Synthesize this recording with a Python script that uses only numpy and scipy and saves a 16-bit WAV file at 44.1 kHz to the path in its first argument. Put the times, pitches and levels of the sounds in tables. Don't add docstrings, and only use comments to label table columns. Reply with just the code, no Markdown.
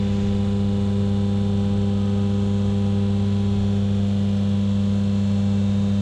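import sys
import numpy as np
from scipy import signal
from scipy.fft import rfft, irfft, next_fast_len
from scipy.io import wavfile

SR = 44100
rng = np.random.default_rng(int(sys.argv[2]) if len(sys.argv) > 2 else 0)


def materialize(psi):
    bounded = np.clip(np.atleast_2d(psi).T, -1, 1)
    quanta = np.round(bounded * 32767).astype(np.int16)
    wavfile.write(sys.argv[1], SR, quanta)


N = 265305
TIME = np.arange(N) / SR
PADDED = next_fast_len(N)
BINS = np.fft.rfftfreq(PADDED, 1 / SR)
SHAFT_HZ, TEETH = 24.848, 9


def motor(mains_hz=50.0, waver_db=0.27, steady_db=0.06):
    # (multiple of the mains rate, first spot [dB], second spot [dB], crossing time [s])
    hum = [(2, -24, -24.5, 4.0), (4, -23.4, -22, 4.2), (6, -45.5, -50.5, 3.4), (8, -36, -44.5, 3.94),
           (10, -40, -42, 4), (12, -53, -47, 3.9), (14, -57.5, -56.5, 3.6), (16, -48.5, -59.5, 3.93),
           (20, -51, -53.5, 4.0)]
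    # (frequency [Hz], mean level [dB])
    upper_hum = [(900, -63), (1100, -63), (1200, -66), (1300, -63), (1400, -68), (1500, -66), (1600, -69),
                 (1700, -70)]
    # (time [s], half length [s], multiple of the mains rate, change [dB])
    nodes = [(0, .5, 2, -1.5), (2.5, 0.35, 14, -10), (3.3, .45, 2, 1), (3.45, 0.21, 10, -8),
             (4.0, .35, 14, 6), (4.03, 0.21, 20, -8.5), (5.5, 0.19, 16, 9.5), (5.6, .2, 2, .7)]
    angle = 2 * np.pi * mains_hz * TIME - np.pi / 2
    out = np.zeros(N)
    for order, first_db, second_db, s in hum:
        order = round(order)
        if order < 5:
            smear = -(order - 2) / 4
            waver = steady_db * drift(3.2)
        else:
            smear = (order / 14) ** 2 * rng.standard_normal() + 0.12 * drift(2)
            waver = waver_db * (drift(14.0) - hunting())
        level_db = crossing(first_db, second_db, s) + passed(nodes, order) + waver
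        out += amp(level_db) * np.cos(order * angle + smear)
    for hz, db in upper_hum:
        out += amp(db + 2 * drift(0.52)) * np.cos(2 * np.pi * (hz * TIME + rng.random()))
    return np.sqrt(2) * out


def hunting(hunt_hz=1.49, peak_s=0.67):
    return np.cos(2 * np.pi * hunt_hz * (TIME - peak_s))


def shaft_turns(depth=0.00055, jitter=0.00018):
    return np.cumsum(SHAFT_HZ * (1 + depth * hunting() + jitter * drift(5.3))) / SR


def gear_pressure(turns, once=0.077, twice=0.16):
    return 1 + once * np.cos(2 * np.pi * turns) + twice * np.sin(2 * np.pi * 2 * turns)


def gear_buzz(turns, size=8192, count=8, steady=0.32, mesh_db=2):
    # (frequency [Hz], level [dB per Hz])
    casing = [(300, -74.5), (550, -85), (1000, -92), (1500, -88.5), (2050, -89), (2600, -84), (3100, -80.5),
              (3550, -80), (4250, -83.5), (4650, -92.5), (6700, -94), (7900, -94.5), (8700, -103.2),
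              (10300, -104)]
    orders = np.arange(size // 2 + 1)
    gain = colour(casing, orders * SHAFT_HZ)
    gain *= amp(mesh_db * (orders % TEETH == 0))
    gain *= (orders > TEETH) / (1 + (orders * SHAFT_HZ / 10800) ** 40)
    travelled = path()

    def play(pattern):
        turn = irfft(gain * pattern, size) * size * np.sqrt(SHAFT_HZ / 2)
        return np.interp(turns % 1 * size, np.arange(size + 1), np.append(turn, turn[0]))

    direct = play(np.exp(2j * np.pi * rng.random(len(orders))))
    diffuse = np.zeros(N)
    for place in range(count):
        real, imaginary = rng.standard_normal((2, len(orders))) / np.sqrt(2)
        diffuse += nearness(travelled, place) * play(real + 1j * imaginary)
    return np.sqrt(steady) * direct + np.sqrt(1 - steady) * diffuse


def gear_whine(turns, trim_db=-0.5, fade_db=2.2, count=24):
    # (multiple of the shaft rate, first spot [dB], second spot [dB], crossing time [s])
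    whine = [(9, -42.5, -47, 3.3), (99, -73, -63.5, 3.8), (108, -61, -71, 2.8), (117, -60, -63, 2.4),
             (126, -66, -59.5, 3.2), (135, -63, -62, 3.0), (141, -64, -65, 3.0), (144, -58, -62, 2.2),
             (149, -65, -66, 4.0), (171, -73, -70, 3.5)]
    # (time [s], half length [s], multiple of the shaft rate, rise [dB])
    crests = [(1.45, .3, 144, 4), (3.75, .3, 141, 11), (4.1, .3, 126, 4), (5.4, .3, 171, 14),
              (5.65, .25, 149, 12)]
    out = np.zeros(N)
    steps = 3 * path()
    for order, first_db, second_db, s in whine:
        fade = fade_db * np.interp(steps, np.arange(count), rng.standard_normal(count))
        level_db = trim_db + crossing(first_db, second_db, s) + passed(crests, order) + fade
        out += amp(level_db) * np.cos(2 * np.pi * (order * turns + rng.random()))
    return np.sqrt(2) * out


def oil(turns, throb=0.18, flicker_db=0.5):
    # (frequency [Hz], level [dB per Hz])
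    flow = [(150, -74.5), (250, -77.5), (420, -69), (560, -73.5), (780, -77), (950, -79), (1400, -81),
            (2000, -86.5), (3000, -87.5), (4200, -92), (4700, -94), (7700, -94), (8700, -104.5),
            (10400, -106.5), (11300, -117), (14000, -122)]
    spurts = 1 + throb * np.cos(2 * np.pi * TEETH * turns)
    return noise(colour(flow, BINS)) * spurts * amp(flicker_db * drift(25))


def near_walls(x, count=16, echoes=6):
    travelled = 2 * path()
    spectrum = rfft(x, PADDED)
    share = 0.24 / (1 + (2800 / (BINS + 1)) ** 4)
    out = irfft(spectrum * np.sqrt(1 - share), PADDED)[:N]
    for place in range(count):
        taps = np.zeros(PADDED)
        delays = rng.integers(SR // 600, SR // 90, echoes)
        taps[delays] = rng.choice([-1, 1], echoes) / np.sqrt(echoes)
        echoed = irfft(spectrum * np.sqrt(share) * rfft(taps), PADDED)[:N]
        out += nearness(travelled, place) * echoed
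    return out


def swells():
    # (time [s], half length [s], frequency [Hz], width [Hz], peak level [dB])
    bands = [(.2, .08, 6400, 1500, -56.5), (2.3, 0.56, 1247, 10, -55.5), (2.5, .25, 6800, 130, -63),
             (3.2, .3, 3750, 460, -59), (4.4, 0.59, 3370, 300, -58), (4.4, .5, 350, 50, -53),
             (5.3, 0.55, 4150, 330, -63.5), (5.4, 0.67, 6940, 1700, -59), (5.7, .5, 1630, 250, -59.5)]
    out = amp(-46) * swell(0, half=0.35) * ring(2600, width=2700)
    for s, half, hz, width, db in bands:
        out += amp(db) * swell(s, half) * ring(hz, width)
    return out


def rumble(upper_db=1.5, upper_db_per_s=-0.43, lump_db=1.14, lump_hz=5.8):
    # (frequency [Hz], level [dB per Hz])
    bed_colour = [(8, -91), (20, -75.5), (30, -63), (50, -64), (80, -57.5), (120, -61), (180, -66.5),
                  (230, -66.5), (300, -100), (800, -150)]
    # (frequency [Hz], pitch wander [Hz], level [dB])
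    drone_rows = [(36.7, 4, -43), (63, 2, -42.5), (82.2, 5, -45.5), (116.5, 1, -50.5), (127.8, 1.1, -49),
                  (147.8, 4, -49), (166.3, 1, -44), (274.5, 4, -59), (314.4, 1.55, -64.5),
                  (403.8, 0.85, -53.5), (433, 1.2, -66), (534.6, 3, -55.5), (578, 8.06, -58.5),
                  (783, 14, -57)]
    # (time [s], level [dB])
    deep_level = [(0, 2), (.25, 5), (1.1, 1.5), (1.35, 1), (2.65, .5), (3.15, -4), (3.55, 3.5), (4.2, -3),
                  (6, -4)]
    deep = amp(curve(deep_level) + lump_db * drift(lump_hz))
    upper = amp(upper_db + upper_db_per_s * TIME + lump_db * drift(lump_hz))
    bed = colour(bed_colour, BINS)
    below = 1 / (1 + (BINS / 90) ** 6)
    out = deep * noise(bed * np.sqrt(below)) + upper * noise(bed * np.sqrt(1 - below))
    for hz, wander, db in drone_rows:
        out += amp(db) * drone(hz, wander) * (deep if hz < 100 else upper)
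    return out


def drone(hz, wander, waver_db=2):
    turns = np.cumsum(hz + wander * drift(6)) / SR + rng.random()
    return unit(amp(waver_db * drift(4)) * np.cos(2 * np.pi * turns))


def path():
    # (time [s], rate [sound field changes per s])
    walk = [(0, 0.52), (2.5, 0.5), (3, 1.55), (4.3, 1.45), (5, 0.96), (6, 1.35)]
    return np.cumsum(curve(walk)) / SR


def nearness(travelled, place):
    return np.cos(np.pi / 2 * np.clip(travelled - place, -1, 1))


def crossing(first_db, second_db, s, cross_s=0.34):
    return first_db + (second_db - first_db) * (1 + np.tanh((TIME - s) / cross_s)) / 2


def passed(rows, order):
    return sum(db * swell(s, half) for s, half, partial, db in rows if round(partial) == order)


def swell(s, half):
    return np.exp(-((TIME - s) / half) ** 2 / 2)


def amp(db):
    return 10 ** (np.asarray(db) / 20)


def unit(x):
    return x / np.sqrt(np.mean(x ** 2) + 1e-20)


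def curve(rows):
    return np.interp(TIME, *np.transpose(rows))


def colour(points, hz):
    f, db = np.transpose(points)
    return amp(np.interp(np.log(hz + 1), np.log(f + 1), db))


def noise(gain):
    return irfft(rfft(rng.standard_normal(PADDED)) * gain, PADDED)[:N] * np.sqrt(SR / 2)


def ring(hz, width):
    return unit(noise(1 / (1 + ((BINS - hz) / width) ** 2) ** 2))


def drift(rate):
    return unit(noise(np.exp(-(BINS / rate) ** 2)))


def scene():
    turns = shaft_turns()
    pump = gear_pressure(turns) * gear_buzz(turns) + oil(turns)
    mix = motor() + near_walls(pump) + gear_whine(turns) + swells() + rumble()
    return mix[None]


def record(dry):
    lowpass = signal.firwin(511, 14500, window=("kaiser", 9), fs=SR)
    return signal.oaconvolve(dry, lowpass[None], "same")


dry = scene()
out = record(dry)
materialize(out)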